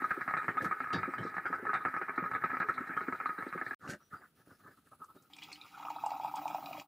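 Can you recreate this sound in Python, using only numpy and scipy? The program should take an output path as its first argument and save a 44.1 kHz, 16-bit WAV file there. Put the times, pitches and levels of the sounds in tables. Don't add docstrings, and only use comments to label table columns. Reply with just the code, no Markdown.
import sys
import numpy as np
from scipy import signal
from scipy.fft import rfft, irfft
from scipy.io import wavfile
from scipy.ndimage import uniform_filter1d

SR = 44100
rng = np.random.default_rng(int(sys.argv[2]) if len(sys.argv) > 2 else 0)


def voltage_ratio(decibels):
    exponent = np.asarray(decibels, float) / 20
    return 10 ** exponent


def dump(signal):
    limited = np.clip(np.atleast_2d(signal).T, -1, 1)
    pcm = np.round(limited * 32767).astype(np.int16)
    wavfile.write(sys.argv[1], SR, pcm)


N = 302967
T = np.arange(N) / SR
SCENE_CHANGE_S = 3.746
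HEARD = (T < SCENE_CHANGE_S) | (T > 3.795)


def rms_one(x):
    return x / np.sqrt(np.mean(x ** 2) + 1e-20)


def levels(rows):
    s, *columns = np.transpose(rows)
    return [voltage_ratio(np.interp(T, s, c, left=-200, right=-200)) for c in columns]


def coloured(x, points):
    hz, level_db = np.transpose(points)
    grid = np.maximum(np.arange(N // 2 + 1) * SR / N, 1)
    gain = voltage_ratio(np.interp(np.log(grid), np.log(hz), level_db))
    return rms_one(irfft(rfft(x) * gain, N))


def band(x, low_hz, high_hz):
    return signal.sosfilt(signal.butter(2, [low_hz, high_hz], "band", fs=SR, output="sos"), x + 1e-18)


def drift(rate):
    r = np.exp(-80 * np.pi * rate / SR)
    slow = signal.lfilter([1], [1, -2 * r, r * r], rng.standard_normal(N // 40 + 1002))[1000:]
    return np.interp(np.arange(N) / 40, np.arange(len(slow)), rms_one(slow))


def body(x, peaks, vary_db=0):
    out = 0
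    for k, (hz, width, level_db) in enumerate(peaks):
        r = np.exp(-np.pi * width / SR)
        a = [1, -2 * r * np.cos(2 * np.pi * hz / SR), r * r]
        b = [(1 - r * r) / 2, 0, (r * r - 1) / 2]
        wander_db = vary_db * drift(19.7) if vary_db else 0
        drive = x * voltage_ratio(level_db + wander_db)
        out = out + (-1) ** k * signal.lfilter(b, a, drive + 1e-18)
    return out


def grains(per_s, spread_db, clump_db):
    born = rng.random(N) < per_s * voltage_ratio(clump_db * drift(25)) / SR
    size = voltage_ratio(spread_db * np.minimum(rng.exponential(1, N), 4))
    return rms_one(born * size * rng.choice([-1, 1], N))


def add(track, s, sound):
    i = round(s * SR)
    track[i:i + len(sound)] += sound[:N - i]


def fall(t60, rise):
    t = np.arange(round(abs(t60) * SR) + 8) / SR
    return (1 - np.exp(-t / abs(rise))) * voltage_ratio(-60 * t / abs(t60))


def blip(hz, cycles, glide, swell):
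    shape = fall(cycles / hz, rise=swell / hz) ** 2
    t = np.arange(len(shape)) / SR
    return shape / shape.max() * np.sin(2 * np.pi * hz * t * (1 + glide * t * hz / cycles))


def splat(hz, t60, spread, noise):
    shape = fall(t60, rise=0.0014)
    return shape * rms_one(band(noise[:len(shape)], hz / spread, min(hz * spread, .45 * SR)))


def knocks():
    # start in seconds, peak in dB, ring in Hz.
    collapses = [(0.0092, -38, 1890), (0.0187, -27.5, 1265), (0.0409, -24.5, 1244), (0.047, -26.5, 1290),
                 (0.1066, -24.5, 1610), (0.1117, -21, 1340), (0.2147, -29, 1700), (0.2773, -22, 1316),
                 (0.2883, -26.5, 1250), (0.309, -25.5, 1276), (0.3413, -31, 1294), (0.3716, -23, 1334),
                 (0.3848, -28, 1810), (0.396, -34, 1460), (0.417, -34, 1340), (0.432, -38, 1290),
                 (0.443, -29, 1280), (0.481, -19.5, 1290), (0.4885, -20, 1293), (0.5013, -40, 1230),
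                 (0.508, -35, 1250), (0.575, -30.5, 1370), (0.6092, -29, 1720), (0.6458, -23, 1314),
                 (0.653, -32, 1680), (0.6618, -29.5, 1360), (0.6696, -34, 1720), (0.7109, -24, 1190),
                 (0.719, -32, 1700), (0.7237, -32.5, 1210), (0.803, -23.5, 1320), (0.8418, -29, 1300),
                 (0.8708, -35, 1200), (0.904, -29.5, 1250), (0.9254, -27, 1330), (0.935, -34.5, 1180),
                 (0.943, -27.5, 1730), (0.9599, -27.5, 1260), (0.984, -29, 1287), (1.0312, -21, 1273),
                 (1.049, -35, 1580), (1.0553, -28, 1290), (1.137, -24.5, 1270), (1.181, -34, 1700),
                 (1.2308, -32, 1260),
                 (1.2632, -33, 1215), (1.341, -32.5, 1230), (1.3663, -23.5, 1286), (1.372, -45, 1720),
              (1.3811, -24.5, 1277), (1.4552, -26, 1590), (1.4633, -27, 1500), (1.532, -32, 1350),
              (1.5377, -25.5, 1290), (1.5467, -33, 1250), (1.5843, -34, 1560), (1.6672, -28, 1720),
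              (1.692, -24, 1520), (1.7377, -28, 1320), (1.749, -21.5, 1290), (1.7554, -31, 1255),
              (1.7687, -30.5, 1650), (1.8574, -23.5, 1300), (1.8811, -24.5, 1290), (1.887, -49, 1280),
              (1.941, -30.5, 1660), (1.9714, -30.5, 1220), (2.018, -28.5, 1500), (2.0263, -32.5, 1480),
              (2.0822, -29.5, 1220), (2.0868, -31.5, 1290), (2.0934, -22.5, 1290), (2.105, -45, 1290),
              (2.1772, -23.5, 1360), (2.1854, -30, 1300), (2.2011, -30.5, 1243), (2.225, -36, 1410),
              (2.2388, -23.5, 1275), (2.2533, -31.5, 1310), (2.2618, -32, 1320), (2.3134, -22.5, 1290),
              (2.335, -29, 1250), (2.3491, -22.5, 1280), (2.3593, -25, 1233), (2.412, -33.5, 1340),
              (2.421, -33.5, 1720), (2.4411, -21.5, 1296), (2.448, -47, 1300), (2.4575, -26, 1230),
              (2.497, -31, 1340), (2.504, -29.5, 1235),
                 (2.515, -33, 1680), (2.5294, -30, 1310), (2.5357, -39, 1520), (2.543, -28, 1285),
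            (2.569, -27, 1307), (2.601, -25.5, 1440), (2.6033, -29.5, 1380), (2.6169, -23.5, 1294),
            (2.6272, -24.5, 1263), (2.641, -34, 1220), (2.6862, -20.5, 1290), (2.6928, -21.5, 1377),
            (2.702, -34, 1170), (2.718, -38, 1530), (2.779, -28, 1318), (2.7847, -32.5, 1274),
            (2.808, -30, 1335), (2.8713, -36, 1800), (2.892, -32, 1510), (2.905, -32.5, 1590),
            (2.936, -34, 1750), (2.9729, -28, 1420), (3.0134, -34, 1450), (3.0346, -37, 1440),
            (3.0822, -27.5, 1370), (3.124, -24, 1276), (3.1489, -34, 1410), (3.201, -27, 1316),
            (3.211, -29, 1290), (3.2573, -24, 1196), (3.2906, -24.5, 1370), (3.2936, -33, 1290),
            (3.3813, -32, 1610), (3.385, -34.5, 1580), (3.4058, -35, 1670), (3.4243, -28, 1290),
            (3.434, -51, 1230), (3.465, -36, 1340), (3.526, -29.5, 1297), (3.5767, -30.5, 1253),
            (3.6134, -28.0, 1720), (3.621, -33, 1290), (3.6641, -29, 1760), (3.674, -42, 1620),
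            (3.684, -46, 1570), (3.709, -28, 1700), (3.7309, -34, 1710)]
    # start in seconds, peak in dB.
    openers = [(0.168, -39), (0.2096, -28), (0.338, -19), (0.3671, -25.5), (0.43, -34), (0.5703, -24),
               (1.5276, -23), (1.6525, -26.5), (1.732, -21.5), (1.8508, -18.5), (1.939, -28.5),
               (1.964, -24), (2.014, -25), (2.438, -18), (2.966, -26.5), (3.007, -25)]
    opener_hz = 1273
    burst, tone, blow = np.zeros((3, N))
    for s, level_db, hz in collapses + [(*row, opener_hz) for row in openers]:
        add(burst, s, voltage_ratio(level_db) * fall(0.047, rise=0.00078))
        add(tone, s, voltage_ratio(level_db - 2.0) * blip(hz, cycles=97.0, glide=0.0074, swell=0.84))
        add(blow, s, voltage_ratio(level_db + 14.0) * np.hanning(9))
    return burst, tone, blow


def glugs():
    # start in seconds, peak in dB, pitch in Hz.
    turnovers = [(0.016, -30, 240), (0.172, -28.5, 350), (0.283, -52, 390), (0.487, -31, 274),
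                 (0.603, -24.5, 274), (1.077, -23, 277), (1.249, -25.5, 276), (1.449, -28.5, 295),
                 (1.498, -27, 255), (1.625, -26, 254), (2.014, -28, 380), (2.178, -25.5, 257),
                 (2.221, -24, 260), (2.53, -29, 277), (2.598, -25.5, 273), (2.686, -44, 306),
                 (2.804, -27, 279), (2.895, -33, 244), (2.966, -33.5, 244), (3.011, -33, 395),
                 (3.08, -23.5, 251), (3.125, -28.5, 245), (3.206, -45, 520), (3.291, -36, 260),
                 (3.385, -29.5, 248), (3.463, -25, 310), (3.548, -24, 345), (3.612, -33, 247)]
    tone, heave = np.zeros((2, N))
    for s, level_db, hz in turnovers:
        add(tone, s, voltage_ratio(level_db - 12) * blip(hz, cycles=22., glide=.15, swell=1.2))
        add(heave, s, voltage_ratio(level_db + 4.5) * fall(0.048, rise=0.0043))
    return tone, heave


def pot_shell(burst, blow, seethe, tone):
    # pitch in Hz, width in Hz, level in dB.
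    shell_peaks = [(820, 244, -6), (1256, 73.3, 14.5), (1290, 164, 8), (1487.5, 17, 7), (1700, 74, 1.5),
                   (2025, 37, -3), (2203, 1340, -3.5), (2280, 307, -2)]
    impacts = grains(4000, spread_db=2.2, clump_db=1.5)
    unit = np.std(body(impacts[:SR], shell_peaks))
    strength = voltage_ratio(-10.0) * burst + voltage_ratio(-4.5 + 1.5 * drift(16.0)) * seethe
    drive = strength * impacts / unit + blow
    ringing = band(body(drive, shell_peaks, vary_db=2.0), low_hz=693, high_hz=5000)
    direct = voltage_ratio(-21.0) * band(drive, low_hz=1055, high_hz=2580)
    sound = ringing + direct + tone
    leak = voltage_ratio(-15.5) * band(sound, low_hz=2300, high_hz=2720)
    return signal.sosfilt(signal.ellip(7, 1, 34, 2420, fs=SR, output="sos"), sound) + leak


def upper_wall(burst, seethe):
    # start in seconds, peak in dB, pitch in Hz.
    spits = [(0.3677, -47, 3850), (0.4938, -51, 2980), (0.5756, -51, 3560), (2.689, -57, 4030),
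             (1.18, -44.5, 3140), (2.872, -58, 3950), (1.457, -52, 3150), (1.7362, -42, 3700),
             (1.8077, -56.5, 3750), (2.252, -62, 4060), (2.34, -49, 3660), (2.437, -54, 3870),
             (2.597, -54, 4000), (2.7392, -48, 3980), (2.966, -50, 3080), (3.012, -54, 4050),
             (3.2587, -48.5, 3980), (3.382, -56, 3920)]
    # pitch in Hz, width in Hz, level in dB.
    wall_peaks = [(3230, 76, -3.5), (3980, 290, 8), (4810, 61, -2), (4800, 180, 4.5), (4830, 140, 0.5),
                  (5380, 49, 1.5), (8440, 790, -3.5)]
    bright, spit = np.zeros((2, N))
    for (s, level_db, hz), noise in zip(spits, rng.standard_normal((len(spits), SR // 4))):
        add(bright, s, voltage_ratio(level_db) * fall(0.041, rise=0.012))
        add(spit, s, voltage_ratio(level_db - 9.5) * splat(hz, t60=0.14, spread=1.045, noise=noise))
    strength = bright + voltage_ratio(-43.0) * burst + voltage_ratio(-33.5 + 4.5 * drift(11.3)) * seethe
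    wall = body(strength * rng.standard_normal(N), wall_peaks, vary_db=4.5)
    return voltage_ratio(1.5) * wall + spit


def deep_boil(burst, heave, rumble):
    # frequency in Hz, level in dB per Hz.
    rumble_colour = [(30, -74), (123, 1.5), (198, -12), (254, -1.5), (408, -6), (606, -12.5), (910, -38),
                     (1540, -120)]
    deep = coloured(rng.standard_normal(N), rumble_colour)
    low = voltage_ratio(-9) * band(deep * heave, low_hz=170, high_hz=600)
    low += deep * (rumble * voltage_ratio(5 * drift(12) - 3) + voltage_ratio(-20) * burst)
    # pitch in Hz, width in Hz, level in dB.
    pitches = [(255, 20, 10.5), (415, 31, 5), (544, 80, -18.5), (344, 59, -6)]
    small = body(grains(160, spread_db=2.5, clump_db=5.5), pitches, vary_db=7.0)
    return low + voltage_ratio(8.5) * rumble * rms_one(band(small, low_hz=190, high_hz=780))


def boil():
    # time in seconds, seethe in dB, rumble in dB.
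    simmer = [(0.0, -40, -66), (3.57, -41.5, -66), (3.74, -43, -63)]
    seethe, rumble = levels(simmer)
    burst, knock_tone, blow = knocks()
    glug_tone, heave = glugs()
    shell = pot_shell(burst, blow, seethe, knock_tone + glug_tone)
    return shell + upper_wall(burst, seethe) + deep_boil(burst, heave, rumble)


def kitchen(x, t60):
    tail = fall(t60, rise=0.011)
    tail = tail * rng.standard_normal(SR)[:len(tail)]
    return signal.fftconvolve(x, tail / np.sqrt(np.sum(tail ** 2)))[:N]


def whine():
    # time in seconds, pitch in Hz, level in dB.
    path = [(0.0, 10070, -25), (1.6, 10460, -18.5), (2.2, 12400, -13), (3.7, 13400, -13), (3.899, 9850, -7),
            (4.599, 10500, -20), (4.95, 10740, -3.5), (5.4, 10440, -14), (6.87, 11000, -26)]
    s, hz, level_db = np.transpose(path)
    turn = 2 * np.pi * np.cumsum(np.interp(T, s, hz)) / SR
    return voltage_ratio(np.interp(T, s, level_db)) * (drift(150) * np.cos(turn) + drift(150) * np.sin(turn))


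def microphone_hiss():
    # frequency in Hz, level in dB per Hz.
    hiss_colour = [(1530, -13.5), (2760, -6.5), (3870, -8), (6170, -14.5), (8580, -12), (11500, -11),
                   (14400, -13), (15500, -7.5)]
    # centre in Hz, width in Hz, level in dB.
    standing = [(8840, 1200, -6), (10550, 260, 0.5), (15030, 330, 3), (14400, 730, 4.5)]
    hiss = coloured(rng.standard_normal(N), hiss_colour)
    hiss = hiss + voltage_ratio(3.0) * body(hiss[::-1], standing) + whine()
    edges = np.linspace(1800, 16200, 21)
    patches = 0
    for k in range(20):
        patches = patches + (-1) ** k * band(hiss, *edges[k:k + 2]) * voltage_ratio(2.2 * drift(3.3))
    return rms_one(patches)


def set_down():
    # start in seconds, crack
    # in dB, thud in dB, rise in seconds, decay in seconds.
    contacts = [(0.617, -29, -23, 0.029, 0.082), (0.641, -37, -40, 0.0089, 0.11),
                (0.9295, -33, -32, 0.0003, 0.19), (1.18, -64, -34, 0.0064, 0.16)]
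    # pitch in Hz, width in Hz, level in dB.
    grate_peaks = [(3500, 58, 4), (3760, 110, 14), (3800, 15, 22), (4170, 69, 5), (4330, 94, 4),
                   (4800, 130, 12), (5070, 60, 5), (5740, 58, -7), (6600, 77, -11), (8800, 200, -6)]
    ring_db, ring_loss_db_per_s = -12, 4306
    clank, crack, thud = np.zeros((3, N))
    for s, crack_db, thud_db, rise, t60 in contacts:
        add(clank, s, voltage_ratio(crack_db + ring_db - ring_loss_db_per_s * rise) * fall(t60, rise))
        add(crack, s, voltage_ratio(crack_db) * fall(t60 * 0.7, rise))
        add(thud, s, voltage_ratio(thud_db) * fall(t60 * 1.59, rise + 0.0068))
    white = rng.standard_normal((2, N))
    rough = crack * white[0]
    dull = band(band(rough, low_hz=2300, high_hz=5500), low_hz=2000, high_hz=5800)
    ringing = band(body(clank * white[0], grate_peaks), low_hz=2010, high_hz=6440)
    scrape = voltage_ratio(-8.5) * band((T < .9) * rough, low_hz=6940, high_hz=15500)
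    low_thud = thud * rms_one(band(white[1], low_hz=60, high_hz=350))
    return voltage_ratio(5.5) * ringing + dull + scrape + low_thud


def lift():
    # start in seconds, length in seconds, slosh in dB, hand thump in dB.
    moves = [(3.799, 0.15, -47.5, -55), (3.876, 0.059, -52, -46.5), (3.923, 0.036, -44.5, -51.5),
             (3.99, 0.058, -63.5, -71), (4.101, 0.1, -49.5, -60.5), (4.181, 0.11, -55.5, -72.5),
             (4.352, 0.091, -62.5, -69), (4.456, 0.12, -60.5, -61.5), (4.582, 0.17, -58, -65.5),
             (4.656, 0.1, -60.5, -66), (4.766, 0.034, -62.5, -64), (4.853, 0.035, -63, -70),
             (4.911, 0.032, -48.5, -63), (4.946, 0.011, -51, -62.5), (4.991, 0.064, -49.5, -61.5),
             (5.077, 0.063, -56, -70), (5.143, 0.042, -52, -60), (5.176, 0.11, -66.5, -71),
             (5.454, 0.085, -62, -66.5), (5.605, 0.085, -57.5, -69), (5.704, 0.16, -51.5, -74)]
    # pitch in Hz, width in Hz, level in dB.
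    slosh_peaks = [(740, 220, -10.5), (1248, 112, 3), (1432, 108, 4.5), (1438, 58, 3.5), (1720, 195, -2)]
    tilt_s = 4.88
    rustle_db, rustle_slope = -58, 2.06
    slosh, thump, rustle = np.zeros((3, N))
    for s, length, slosh_db, thump_db in moves:
        swell = np.sin(np.pi * np.linspace(0, 1, round(length * SR)) ** 0.87) ** 1.42
        add(slosh, s, voltage_ratio(slosh_db) * swell)
        add(thump, s, voltage_ratio(thump_db) * swell)
        add(rustle, s, voltage_ratio(rustle_db + rustle_slope * (thump_db + 50.5)) * swell)
    inside = grains(3000, spread_db=1.0, clump_db=6.0)
    wet = body(inside, slosh_peaks, vary_db=4.0) + voltage_ratio(-37.0) * band(inside, low_hz=985, high_hz=1940)
    out = slosh * rms_one(wet)
    out = signal.sosfilt(signal.butter(3, [650, 2000], "band", fs=SR, output="sos"), out)
    damped = voltage_ratio(4.5) * band(band(out, low_hz=775, high_hz=1346), low_hz=690, high_hz=1450)
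    out = np.where(T < tilt_s, out, damped)
    out += thump * voltage_ratio(4.0 * drift(46)) * rms_one(band(rng.standard_normal(N), low_hz=84.5, high_hz=392))
    return out + handle(rustle) + squeaks()


def handle(rustle):
    # pitch in Hz, width in Hz, level in dB.
    handle_peaks = [(209, 42, 2), (1290, 67, 0), (1520, 95, 6.5), (2840, 140, -7), (4070, 240, -24),
                    (5880, 140, -11), (6800, 55, -11), (7230, 130, -19)]
    # start in seconds, peak in dB.
    creaks = [(3.877, -34), (3.897, -36), (3.903, -28), (3.9348, -33)]
    rub = grains(5000, spread_db=2.5, clump_db=3.0)
    out = rustle * rms_one(band(body(rub, handle_peaks) + voltage_ratio(-14.5) * rub, low_hz=1760, high_hz=8760))
    creak = np.zeros(N)
    for s, level_db in creaks:
        add(creak, s, voltage_ratio(level_db + 23) * fall(0.0025, rise=0.00025))
    return out + body(creak * rng.standard_normal(N), handle_peaks)


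def squeaks():
    # start in seconds, level in dB, pitch in Hz, length in seconds.
    calls = [(3.998, -76.5, 5800, 0.097), (4.12, -79, 4800, 0.1), (4.514, -79, 5200, 0.066),
             (5.154, -77, 3850, 0.054)]
    out = np.zeros(N)
    for (s, level_db, hz, length), noise in zip(calls, rng.standard_normal((len(calls), SR // 4))):
        swell = np.sin(np.pi * np.linspace(0, 1, round(length * SR)))
        narrow = rms_one(band(noise, hz - 110., hz + 76.0))
        add(out, s, voltage_ratio(level_db) * swell * narrow[-len(swell):])
    return out


def splashes(spray, drops):
    # start in seconds, peak in dB, pitch in Hz.
    hits = [(5.333, -24.5, 3380), (5.3842, -27, 2400), (5.42, -32, 2800), (5.426, -26.5, 2530),
            (5.433, -27, 3900), (5.44, -42, 2900), (5.4834, -47, 2470), (5.364, -32, 2400),
            (5.308, -55, 2340), (5.516, -24.5, 2300), (5.528, -23.5, 4440), (5.555, -32, 3160),
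            (5.6118, -30.5, 3830), (5.8253, -29.5, 2000), (5.85, -34, 2800), (5.8995, -29.5, 2300),
            (5.96, -36, 3950), (6.0615, -36, 2730), (6.103, -29, 2500), (6.2776, -33, 2280),
            (6.4526, -50, 2500), (6.4776, -25, 2500), (6.544, -28, 2500), (6.658, -28, 3850),
            (6.728, -25, 2540), (6.796, -26.5, 2520)]
    # start in seconds, peak in dB.
    tiny = [(5.042, -56.5), (5.222, -61), (5.363, -52.5), (5.4335, -49.5), (5.525, -48), (6.06, -43),
            (6.3556, -43.5), (6.4772, -50.5)]
    # pitch in Hz, width in Hz, level in dB.
    glaze_peaks = [(2250, 570, 0), (2500, 150, 8), (2833, 99, 1), (3330, 140, 0.5), (3850, 170, -2),
                   (4770, 360, -6), (5440, 670, -8.5), (7300, 470, -12.5)]
    snap_db = -56.5
    out, spatter, snap = np.zeros((3, N))
    for (s, level_db, hz), noise in zip(hits, rng.standard_normal((len(hits), SR // 4))):
        add(spatter, s, voltage_ratio(level_db) * fall(0.024, rise=0.0016))
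        add(out, s, voltage_ratio(level_db - 16.5) * splat(hz, t60=0.033, spread=1.075, noise=noise))
    for s, level_db in tiny + [(s, db + snap_db) for s, db, hz in hits]:
        add(snap, s, voltage_ratio(level_db) * fall(0.032, rise=0.002))
    strength = spray * voltage_ratio(2.0 * drift(11.4)) + voltage_ratio(-20.0) * spatter
    unit = np.std(body(drops[:SR], glaze_peaks))
    out += body(drops * strength, glaze_peaks, vary_db=3.0) / unit
    bright = band(snap * rng.standard_normal(N), low_hz=4700, high_hz=9500)
    return out + voltage_ratio(6.5) * band(bright, low_hz=4030, high_hz=9900)


def pool(churn):
    # start in seconds, peak in dB, pitch in Hz.
    bubbles = [(5.799, -38, 864), (5.8299, -37, 1230), (5.8484, -36, 820), (5.8684, -35, 1140),
               (5.8758, -40.0, 970), (5.8833, -29.5, 1150), (5.9018, -27.5, 840), (5.9139, -38, 920),
               (5.9606, -29.5, 808), (5.9844, -39, 1290), (6.0364, -22, 842), (6.0513, -48, 1000),
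               (6.0615, -22.5, 820), (6.0782, -36, 860), (6.0917, -46, 850), (6.104, -32, 840),
               (6.1159, -24.5, 800), (6.1351, -33, 814), (6.147, -38, 860), (6.1642, -37, 870),
               (6.1792, -44, 880), (6.1973, -27, 818), (6.2053, -38, 840), (6.2245, -42, 780),
               (6.2329, -33, 840), (6.2456, -22, 825), (6.2665, -33, 870), (6.2777, -31, 820),
               (6.2951, -40, 1260), (6.338, -27, 876), (6.3505, -33, 910), (6.3709, -34, 816),
               (6.4174, -38, 724), (6.4348, -37, 744), (6.4547, -22, 805), (6.4781, -30, 854),
               (6.4859, -50, 773), (6.5008, -28.5, 780), (6.5148, -39, 860), (6.5273, -43, 815),
               (6.5453, -21, 780), (6.5821, -34, 680), (6.6043, -41, 880), (6.638, -37.5, 710),
               (6.6604, -35.5, 760), (6.6862, -34, 720), (6.7087, -32, 703), (6.7448, -36, 720),
               (6.778, -36, 603), (6.81, -47, 650)]
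    # pitch in Hz, width in Hz, level in dB.
    mug_peaks = [(757, 87, -2.5), (780, 55, 3), (924, 78, -4.5), (1080, 100, -11), (1250, 82, -5)]
    pops, taps = np.zeros((2, N))
    for s, level_db, hz in bubbles:
        add(pops, s, voltage_ratio(level_db - 1.1) * blip(hz, cycles=17.3, glide=0.012, swell=3.9))
        add(taps, s, voltage_ratio(level_db + 4.5) * np.hanning(25))
    ringing = voltage_ratio(1.5) * body(pops + taps, mug_peaks)
    out = band(voltage_ratio(-1.0) * pops + ringing, low_hz=610, high_hz=1700)
    froth = body(grains(500, spread_db=5.0, clump_db=1.0), mug_peaks, vary_db=2.0)
    return out + churn * rms_one(band(froth, low_hz=560, high_hz=1500))


def pour():
    # time in seconds, churn in dB, spray in dB, mug hum in dB.
    stream = [(5.3, -72.5, -74, -75), (5.45, -61, -61.5, -64.5), (5.7, -64, -66.5, -78),
              (5.8, -51, -62, -62.5), (6.05, -47.5, -62.5, -62), (6.35, -47.5, -60, -57.5),
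              (6.6, -48, -66.5, -56.5), (6.8, -51, -58.5, -57), (6.87, -64, -88, -73)]
    # pitch in Hz, width in Hz, level in dB.
    hum_peaks = [(302, 23.6, 3), (149, 58, -7)]
    churn, spray, hum = levels(stream)
    drops = grains(6000, spread_db=4.5, clump_db=3.5)
    mist = band(band(hum * drops, low_hz=13700, high_hz=16000), low_hz=13200, high_hz=16000)
    low_hum = hum * rms_one(body(grains(1500, spread_db=1.5, clump_db=2.5), hum_peaks))
    return splashes(spray, drops) + pool(churn) + voltage_ratio(2.5) * mist + low_hum


def scene():
    at_stove = T < SCENE_CHANGE_S
    stove = boil() + set_down()
    counter = lift() + pour()
    wet = kitchen(stove, t60=0.062) * at_stove + kitchen(counter, t60=0.08)
    return np.tile(stove * at_stove + counter + voltage_ratio(-8) * wet, (2, 1))


def roll_off(x):
    return signal.sosfilt(signal.butter(12, 16730, fs=SR, output="sos"), x)


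def record(dry):
    # time in seconds, level in dB.
    hiss_levels = [
        [(0.0, -66.5), (1.26, -72), (3.74, -69)],
        [(3.79, -75), (5.3, -74), (6.78, -65.5), (6.87, -69)],
    ]
    # frequency in Hz, level in dB per Hz.
    floor_colour = [(24, -18.5), (40, -0.5), (214, 0), (1060, -17.5), (1260, -7), (2120, -22), (4000, -42),
                    (8800, -120)]
    # frequency in Hz, level in dB per Hz.
    side_colour = [(30, -16), (125, 3.5), (500, -5), (1200, -2.5), (2200, -6.5), (4800, -8.5), (8000, -23),
                   (15000, -21.5)]
    at_stove = T < SCENE_CHANGE_S
    swell = sum(levels(rows)[0] for rows in hiss_levels)
    size = np.abs(dry[0]) + 1e-6
    loud = uniform_filter1d(size, size=900) / uniform_filter1d(size, size=9000)
    breath = loud ** np.where(at_stove, .07, .2)
    flutter = voltage_ratio(np.where(at_stove, .6, 1.2) * drift(40.))
    floor = voltage_ratio(-73) * coloured(rng.standard_normal(N), floor_colour) * HEARD
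    mid = dry[0] + swell * breath * flutter * microphone_hiss() + floor
    mid = signal.sosfilt(signal.butter(2, 75, "high", fs=SR, output="sos"), mid)
    follow = uniform_filter1d(np.abs(mid), size=2000) ** 0.16 * HEARD
    side = voltage_ratio(-71.5) * follow * coloured(rng.standard_normal(N), side_colour)
    side += voltage_ratio(-46) * mid * drift(60)
    both = mid + side * [[1], [-1]]
    both = signal.sosfilt(signal.ellip(10, 1, 60, 15600, fs=SR, output="sos"), both)
    fade = np.clip((6.875 - T) / 0.058, 0, 1) ** 0.82
    return roll_off(both * fade)


dry = scene()
out = record(dry)
dump(out)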